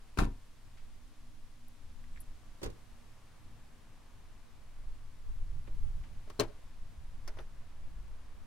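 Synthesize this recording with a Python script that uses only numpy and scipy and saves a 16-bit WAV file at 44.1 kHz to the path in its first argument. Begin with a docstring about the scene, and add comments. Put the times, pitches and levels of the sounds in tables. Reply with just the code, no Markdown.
"""A walk around a parked off-road car on a quiet drive, with a pair of microphones in the open air.
Throughout, a breeze rumbles and flutters as shaped noise over a faint hush and a distant machine hum.
First one door slams; then the front door's hinge creaks and it is swung shut; last, after a few shoe scuffs,
the tailgate latch pops and the gate knocks as it lifts. Each is a quick run of contacts that ring decaying
sines and noisy clatter; short noise bursts make snaps and scuffs, low sines the cabin thumps."""
import sys
import numpy as np
from scipy import signal
from scipy.fft import rfft, irfft, next_fast_len
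from scipy.io import wavfile
from scipy.ndimage import uniform_filter1d, map_coordinates

SR = 44100
rng = np.random.default_rng(int(sys.argv[2]) if len(sys.argv) > 2 else 0)


def file_out(sig):
    """Save sig as 16-bit WAV at sys.argv[1]."""
    # one column per channel
    cols = np.atleast_2d(sig).T
    # limit, then scale
    lim = np.clip(cols, -1, 1)
    pcm = np.round(lim * 32767).astype(np.int16)
    wavfile.write(sys.argv[1], SR, pcm)


N = 373086
RING = np.arange(SR // 2) / SR  # time axis of one blow, in seconds
CONTACT_RISE_S = .001  # time constant of a contact's build-up

# how long the tailgate's clatter lasts, before each contact's length share: pitch_hz, t60_s
TAILGATE_DECAY = [(250, 0.17), (1000, 0.11), (4000, .11), (12000, 0.042)]
# how alike the tailgate's clatter is at both microphones: pitch_hz, left_right_likeness (-1 to 1)
TAILGATE_ALIKE = [(150, .8), (500, 0.9), (1500, 0.51), (4000, .45), (10000, -0.024)]


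def amp(db):
    """Decibels to gain."""
    return 10 ** (np.asarray(db) / 20)


def unit(x):
    """Scaled to rms 1."""
    return x / np.sqrt(np.mean(x ** 2) + 1e-20)


def along(points, hz):
    """(Hz, value) points read on a log frequency axis."""
    point_hz, values = np.transpose(points)
    return np.interp(np.log(hz + 1), np.log(point_hz + 1), values)


def curves(rows):
    """One value per sample for each column after the time."""
    times, *columns = np.transpose(rows)
    return [np.interp(np.arange(N) / SR, times, column) for column in columns]


def add(track, s, sound):
    """Lay a sound into the track at time s, cut at the track's end."""
    room = track[:, round(s * SR):][:, :sound.shape[-1]]
    room += sound[..., :room.shape[-1]]


def pan(left_db):
    """Gains of both channels for a left-over-right level difference."""
    return amp([[left_db / 2], [-left_db / 2]])


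def fade(t60, rise):
    """Envelope of one blow: a quick build-up and an exponential decay, both in seconds."""
    decay = 1000 ** (-RING / max(t60, 1e-3))
    build_up = 1 - np.exp(-RING / max(rise, 1e-5))
    return decay * build_up


def noise(colour_db, alike, size):
    """Stereo noise of rms 1 with a given spectrum and left-right likeness."""
    m = next_fast_len(size)
    hz = np.fft.rfftfreq(m, 1 / SR)
    # the balance of mid and side sets the correlation of left and right
    turn = np.arccos(np.clip(along(alike, hz), -1, 1)) / 2
    spectra = rfft(rng.standard_normal((2, m))) * amp(colour_db(hz))
    mid, side = irfft(spectra * [np.cos(turn), np.sin(turn)], m)[:, :size]
    return unit(np.array([mid + side, mid - side]))


def even(x, seconds):
    """Noise with its slow chance swells levelled out."""
    power = uniform_filter1d(np.mean(x ** 2, axis=0), max(round(seconds * SR), 1))
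    return x / np.sqrt(np.abs(power) + .02)


def wobble(rate):
    """A smooth random curve, rate knots a second."""
    return map_coordinates(rng.standard_normal(size=512), [np.arange(N) * rate / SR], mode="mirror")


def die_away(x, decay, length, rise):
    """Each octave of x fades at its own speed, its t60 multiplied by length."""
    hz = np.fft.rfftfreq(len(RING), 1 / SR)
    centres = np.geomspace(125, 16000, 8)
    spectrum = rfft(x)
    out = 0
    for centre, one in zip(centres, np.eye(len(centres))):
        share = along(np.c_[centres, one], hz)  # overlapping octave bands that sum to one
        band = irfft(spectrum * share, len(RING))
        out = out + band * fade(along(decay, centre) * length, rise)
    return out


def bursts(rows, alike, rise):
    """Short noise rings, each around one pitch: (s, dB, Hz, width in octaves, t60 s)."""
    out = np.zeros((2, N))
    for s, db, centre_hz, width, t60 in rows:
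        octaves = lambda hz: np.log2((hz + 1) / centre_hz)
        band_db = lambda hz: -20 * np.log10(1 + (octaves(hz) / width) ** 2) - 2 * octaves(hz) ** 2
        ring = noise(band_db, alike, size=len(RING))
        add(out, s, amp(db) * ring * fade(t60, rise))
    return out


def hush():
    """Far traffic and leaf hiss: one noise colour, parted low and high at a crossover."""
    # slow levels of both layers before their weights: at_s, far_traffic_db, leaf_hiss_db
    levels = [(0.0, -69.5, -72), (1.58, -71, -72.5), (2.73, -68, -71.5), (3.98, -68, -73), (5.28, -69, -73),
              (6.46, -67, -72), (6.76, -68.5, -73), (8.46, -67, -74)]
    # colour of the open air, before the crossover: pitch_hz, level_db_per_hz
    air_colour = [(100, -12.5), (170, -2.5), (198, -3), (235, -1), (263, -4.5), (289, -5.5), (360, -9.5),
                  (464, -10), (745, -10), (1090, -9.5), (1150, -9.5), (1240, -12), (1560, -13),
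                  (10800, -25.5), (14600, -34), (15700, -35.5)]
    # how alike the air is at both microphones: pitch_hz, left_right_likeness
    air_alike = [(60, 0.78), (150, 0.25), (380, 0.62), (950, 0.68), (2380, 0.49), (5980, 0.32),
                 (15000, 0.2)]
    traffic_weight_db, leaves_weight_db = 2.5, 2
    crossover_hz = 2700
    cut_db = lambda ratio: -10 * np.log10(1 + ratio ** 4)
    low_db = lambda hz: along(air_colour, hz) + cut_db(hz / crossover_hz)
    high_db = lambda hz: along(air_colour, hz) + cut_db(crossover_hz / (hz + 1))
    traffic_db, leaves_db = curves(levels)
    traffic = amp(traffic_db + traffic_weight_db) * noise(low_db, air_alike, size=N)
    leaves = amp(leaves_db + leaves_weight_db) * noise(high_db, air_alike, size=N)
    return pan(1.0) * traffic + pan(0.64) * leaves


def hum():
    """A distant machine's unsteady lines: noise in narrow resonance-shaped peaks."""
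    # slow level of the whole hum: at_s, level_db
    levels = [(0, -73.5), (1.2, -67), (3.3, -67.5), (4.5, -73.5), (5.5, -70.5), (8.46, -78.5)]
    # lines of the machine, levels relative to one another: pitch_hz, level_db, width_hz
    lines = [(114.8, 2, 6.6), (240.9, -3, 5), (299.4, -9.5, 10), (1160, -15, 7)]
    peak = lambda hz, c, db, width: amp(db) / np.sqrt(width) / (1 + (2 * (hz - c) / width) ** 2)
    lines_db = lambda hz: 20 * np.log10(sum(peak(hz, *line) for line in lines))
    steady = even(noise(lines_db, [(100, 0.76)], size=N), seconds=0.61)
    return amp(curves(levels)[0]) * steady


def breeze():
    """Gusts swell and drop over the draught, buffeting the microphones and fluttering in lumps at their ports."""
    # light air that never stops, before its wander: at_s, buffet_db, flutter_db
    draught = [(0, -50.5, -66.5), (1.4, -49.5, -67), (3.4, -52, -60.5), (4.5, -49, -62.5), (6.6, -45, -60),
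               (8.46, -44, -62)]
    # gusts on the microphones, flutter before its lumps:
    # peak_s, buffet_db, half_length_s, flutter_db (against the buffet)
    gusts = [(0.877, -46, 0.059, -19), (2.1, -44, 0.28, -19), (4.87, -38.5, 0.1, -24),
             (5.306, -33, .06, -37), (5.49, -33.5, .1, -15.5), (5.838, -30, .11, -18.5),
             (6.14, -40.5, 0.063, -12), (7.24, -39.5, 0.13, -15.5), (7.943, -37, 0.085, -17.5)]
    # colour of the low rumble: pitch_hz, level_db_per_hz
    buffet_colour = [(3, -11), (8, 3), (20, -3.5), (30, -15.5), (50, -18.5), (90, -30), (180, -83)]
    # colour of the flutter above it: pitch_hz, level_db_per_hz
    flutter_colour = [(35, -9.5), (60, -6.5), (85, -5.5), (130, -11.5), (200, -23.5), (350, -38.5),
                      (700, -73)]
    lumps_per_s, lump_db = 18, 3  # how fast and how deeply a gust's flutter wavers
    wander_per_s, wander_db = 4, 1.5  # how fast and how deeply the draught swells by itself
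    draught_db = curves(draught) + wander_db * wobble(wander_per_s)
    buffet_power, flutter_power = amp(draught_db) ** 2
    lumps_db = lump_db * wobble(lumps_per_s)
    t = np.arange(N) / SR
    for s, gust_db, half_length, flutter_db in gusts:
        swell = np.exp(-((t - s) / half_length) ** 2)
        buffet_power = buffet_power + amp(gust_db) ** 2 * swell
        flutter_power = flutter_power + amp(gust_db + flutter_db + lumps_db) ** 2 * swell
    buffet = even(noise(lambda hz: along(buffet_colour, hz), [(30, 0.88)], size=N), seconds=.3)
    flutter = noise(lambda hz: along(flutter_colour, hz), [(80, 0.67)], size=N)
    return np.sqrt(buffet_power) * buffet + np.sqrt(flutter_power) * flutter


def rattle(depth_db):
    """Loose parts chatter: a gain running between random knots about a millisecond apart."""
    knots = rng.standard_normal(len(RING) // 48 + 2)
    places = np.linspace(0, len(knots) - 1, len(RING))
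    return unit(amp(depth_db * np.interp(places, np.arange(len(knots)), knots)))


def panel(contacts, modes, colour, decay, alike, ring_db, ring_left_db, clatter_left_db, lead, scatter, rattle_db):
    """Each contact rings the panel's modes and a dense clatter of steel and trim; lead and scatter in radians."""
    out = np.zeros((2, N))
    for s, blow_db, clatter_db, bright_db, length in contacts:
        ring = np.zeros((2, len(RING)))
        for (hz, db, t60), (size, slip) in zip(modes, rng.standard_normal((len(modes), 2))):
            # long waves reach both microphones alike, shorter ones favour the near one
            shade = min(hz / 250, 1)
            # a new contact feeds the swing already there, a little out of step
            ear_lead = shade * lead * np.array([[.5], [-.5]])
            phase = 2 * np.pi * hz * (s + RING) + scatter * slip + ear_lead
            # a soft contact hardly wakes the high modes
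            soft_db = min(bright_db, 0) * max(np.log2(hz / 500), 0)
            gain = pan(shade ** 2 * ring_left_db) * amp(db + soft_db + size)
            ring += gain * np.sin(phase) * fade(t60, CONTACT_RISE_S)
        clatter_colour = lambda hz: along(colour, hz) + bright_db * np.log2(hz + 100)
        hiss = rattle(rattle_db) * noise(clatter_colour, alike, size=len(RING))
        clatter = die_away(hiss, decay, length, CONTACT_RISE_S)
        blow = amp(blow_db + ring_db) * ring
        add(out, s, blow + amp(clatter_db) * pan(clatter_left_db) * clatter)
    return out


def slam():
    """The first door slams: latch, frame and trim contacts ring its panel."""
    # contacts, ring before ring_db: start_s, ring_db, clatter_db, brightness_db_per_octave, length_share
    contacts = [(.1728, -36, -39.5, 1.5, 0.61), (.1855, -26, -26, 1.5, 0.89), (.1995, -37, -48, -12, .83),
                (.213, -39, -35, 0, 0.97), (.222, -47, -52, 3, .4), (.232, -45, -44.5, 2, 0.81),
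                (.2493, -60, -42, 1, .47), (.2645, -45, -44, -3.5, .54)]
    # panel modes, before a random size per contact: pitch_hz, level_db, t60_s
    modes = [(57.5, 1, 0.26), (78, -9, .25), (99, -8, 0.39), (120.7, -2.5, 0.24), (146, -2, 0.21),
             (209, -4, 0.21), (268, -13.5, 0.31), (300, -8, 0.22), (330, -3, 0.1), (380, -5, 0.12),
             (419, -7.5, 0.144), (496, -12, 0.12), (660, -17, 0.16), (813, -17, 0.15), (960, -12, 0.15),
             (1035, -13, .14), (1116, -11, 0.12), (1377, -13.5, 0.13), (1560, -5.5, 0.06), (1772, -17, .14)]
    # clatter of steel and trim, before brightness: pitch_hz, level_db_per_hz
    colour = [(120, -18), (200, 3), (378, -3), (690, -16.5), (755, -5.5), (1130, -7.5), (1560, -15.5),
              (1950, -22.5), (2510, -15.5), (3180, -25.5), (3820, -23), (5800, -29.5), (10400, -32),
              (15500, -46)]
    # clatter decay, before length_share: pitch_hz, t60_s
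    decay = [(250, 0.27), (1000, 0.15), (4000, 0.15), (12000, .11)]
    # clatter at both microphones: pitch_hz, left_right_likeness
    alike = [(150, 0.54), (500, 0), (1500, 0.21), (4000, 0.043), (10000, 0)]
    return panel(contacts, modes, colour, decay, alike, ring_db=-4.5, ring_left_db=7.0,
                 clatter_left_db=4.0, lead=0.58, scatter=0.81, rattle_db=4)


def snaps():
    """Sharp snaps of latch and hinge metal: noise bursts with a very fast rise."""
    # snaps, before panning and fading: start_s, level_db, pitch_hz, width_octaves, t60_s
    metal = [(.188, -25.5, 1290, 0.28, .026), (.1868, -37, 4560, .32, .03),
             (1.6835, -48, 11800, .35, .0088), (2.203, -48.5, 10940, .036, 0.062),
             (2.208, -53, 12000, .08, .039), (6.3968, -24.5, 4180, .071, 0.019),
             (6.3968, -26, 5830, .25, 0.018), (6.302, -50.5, 1170, .22, 0.068),
             (7.277, -45, 5200, 0.23, .044), (7.387, -52, 3050, 0.28, 0.048)]
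    return pan(2.0) * bursts(metal, [(1500, 0.29), (12000, 0.29)], rise=0.00036)


def cabin():
    """A closing door pumps the cabin air, which swings a few times as a low decaying sine."""
    # squeezes of the air, before fading: start_s, level_db, pitch_hz, rise_s, t60_s
    thumps = [(.190, -18.5, 27.6, 0.013, 0.4), (2.636, -31.5, 24.8, 0.0085, 0.23)]
    out = np.zeros((2, N))
    for s, db, hz, rise, t60 in thumps:
        add(out, s, amp(db) * np.sin(2 * np.pi * hz * RING) * fade(t60, rise))
    return out


def footsteps():
    """Shoes scuff the asphalt: broad noise bursts."""
    # scuffs, before fading: start_s, level_db, pitch_hz, width_octaves, t60_s
    scuffs = [(.770, -63, 1800, 1.3, .25), (5.672, -55, 1400, 1.4, 0.07), (5.675, -52, 302, 1.2, 0.13),
              (6.035, -59, 1500, 1.5, 0.16)]
    return bursts(scuffs, [(1000, 0.2)], rise=0.0013)


def hinge():
    """The front door's hinge slips a few times, every slip ringing alike, and sings thinly."""
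    # slips as the door starts to swing, before fading: start_s, level_db
    creaks = [(2.039, -60), (2.16, -53), (2.173, -50.5)]
    # thin singing, before fading: start_s, level_db, pitch_hz, width_octaves, t60_s
    squeak = [(2.11, -70, 7700, .012, 0.43)]
    creak_hz, creak_octaves, creak_t60_s = 1840, 0.44, 0.042
    slips = [(s, db, creak_hz, creak_octaves, creak_t60_s) for s, db in creaks]
    creaking = bursts(slips, [(1500, .29)], rise=.0004)
    return creaking + bursts(squeak, [(8000, .3)], rise=0.033)


def shut():
    """The front door is swung shut: a softer run of contacts on its panel."""
    # contacts, ring before ring_db: start_s, ring_db, clatter_db, brightness_db_per_octave, length_share
    contacts = [(2.6155, -54, -46, -.5, .7), (2.6235, -64, -47, -2, 1.5), (2.63, -41, -36.5, 1.5, 1.04),
                (2.6395, -46.5, -43.5, 4, .8), (2.6585, -37, -38, -.5, 0.73), (2.7005, -51, -53, 3, 0.46)]
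    # panel modes, before a random size per contact: pitch_hz, level_db, t60_s
    modes = [(49, 0.5, 0.18), (75, -2, 0.21), (115.7, -5, 0.18), (180.6, -12, 0.22), (296, -5.5, 0.071),
             (334, -10, 0.053), (397, -13, 0.1), (454, -5, 0.076), (597, -13, 0.068), (815, -18, .1)]
    # clatter of steel and trim, before brightness: pitch_hz, level_db_per_hz
    colour = [(120, -41), (200, -14), (315, -5.5), (534, -6.5), (653, -23), (812, -12.5), (890, -18.5),
              (974, -16.5), (1170, -19.5), (2510, -25), (6830, -26.5), (15500, -40)]
    # clatter decay, before length_share: pitch_hz, t60_s
    decay = [(250, 0.22), (1000, 0.17), (4000, .11), (12000, 0.049)]
    # clatter at both microphones: pitch_hz, left_right_likeness
    alike = [(150, .4), (500, -0.14), (1500, -.45), (4000, -0.63), (10000, -0.11)]
    return panel(contacts, modes, colour, decay, alike, ring_db=-1, ring_left_db=-12.5,
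                 clatter_left_db=-1.5, lead=-2.85, scatter=0.7, rattle_db=1.5)


def gate():
    """The tailgate latch pops: its contacts ring the gate's panel."""
    # contacts, ring before ring_db: start_s, ring_db, clatter_db, brightness_db_per_octave, length_share
    contacts = [(6.2745, -51.5, -66, 0, .8), (6.299, -47, -49.5, 2, .55), (6.3922, -25, -46, 2, 1.2),
                (6.3975, -26.5, -29, 1, 0.84), (6.404, -26.5, -32.5, 2.5, 0.64), (6.4128, -35, -46, -19, 1),
                (6.4195, -41, -41, -4.5, 1.26), (6.4325, -39, -49.5, 0, 0.94)]
    # panel modes, before a random size per contact: pitch_hz, level_db, t60_s
    modes = [(60, -17.5, 0.36), (115.6, -10.5, 0.162), (197.4, -4.5, 0.072), (268, -11.5, 0.13),
             (338, -8.5, 0.14), (420, 4, 0.058), (594, -1.5, 0.064), (640, -8.5, 0.095), (946, -16, 0.11),
             (1077, -10, 0.056), (1277, -18, 0.072), (1620, -21, .1), (2280, -21, .06), (3040, -16, 0.054),
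             (4160, -14, .05)]
    # clatter of steel and trim, before brightness: pitch_hz, level_db_per_hz
    colour = [(150, -31), (280, -17), (420, -5), (620, -7), (780, -4.5), (1150, -6), (2100, -12),
              (3200, -16), (4700, -16.5), (6000, -19), (9700, -22), (15500, -27)]
    return panel(contacts, modes, colour, TAILGATE_DECAY, TAILGATE_ALIKE, ring_db=-5, ring_left_db=7,
                 clatter_left_db=7.5, lead=0.84, scatter=1.0, rattle_db=-1)


def lift():
    """The gate knocks as it lifts: light contacts ringing a few modes."""
    # contacts, ring before ring_db: start_s, ring_db, clatter_db, brightness_db_per_octave, length_share
    contacts = [(7.276, -63, -45, 1.5, .93), (7.2915, -49, -58, -11, .8), (7.337, -66, -62, -3, 1.5),
                (7.37, -54, -53, -2, 1.5), (7.387, -53, -43.5, -3.5, .7), (7.402, -66, -55, 0, .98)]
    # panel modes, before a random size per contact: pitch_hz, level_db, t60_s
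    modes = [(420, -1, 0.092), (626, 6.5, 0.06), (880, -1, 0.12), (1352, -5, 0.077)]
    # clatter of steel and trim, before brightness: pitch_hz, level_db_per_hz
    colour = [(150, -31), (250, -17.5), (385, -5.5), (1200, -9), (1430, -5), (1640, -11.5), (1950, -10),
              (3390, -24), (6210, -17), (6880, -39), (9390, -19), (15500, -31)]
    return panel(contacts, modes, colour, TAILGATE_DECAY, TAILGATE_ALIKE, ring_db=-2.5, ring_left_db=-3.0,
                 clatter_left_db=1.0, lead=.1, scatter=0.62, rattle_db=-0.5)


def yard(x, wall_delay, wall_db):
    """Trees return a faint diffuse tail, a house front one later, smeared echo."""
    # decay of the tail, before its length factor: pitch_hz, t60_s
    tail_decay = [(150, 0.55), (1000, 0.42), (4000, 0.2), (12000, 0.17)]
    # colour of what comes back: pitch_hz, level_db
    echo_colour = [(100, -13), (250, -5.5), (600, -1.5), (1500, -7), (5000, -10), (12000, -30)]
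    wash = lambda: noise(lambda hz: along(echo_colour, hz), [(100, 0.5)], size=len(RING))
    tail = die_away(wash(), tail_decay, 0.74, rise=0.032)
    wall = amp(wall_db) * wash() * fade(0.14, rise=.004)
    add(tail, wall_delay, wall)
    return signal.fftconvolve(x, tail / np.linalg.norm(tail[0]), axes=1)[:, :N]


def scene():
    """The car and footsteps with their faint echo, in the open air."""
    car = slam() + snaps() + cabin() + hinge() + shut() + gate() + lift()
    near = car + footsteps()
    echo = amp(-35.0) * yard(near, wall_delay=0.078, wall_db=-3)
    return near + echo + breeze() + hush() + hum()


def record(dry):
    """The recorder keeps nothing above its band limit."""
    top_hz = 15800
    m = next_fast_len(N + SR // 2)
    kept = np.fft.rfftfreq(m, 1 / SR) < top_hz
    return irfft(rfft(dry, m) * kept, m)[:, :N]


dry = scene()
out = record(dry)
file_out(out)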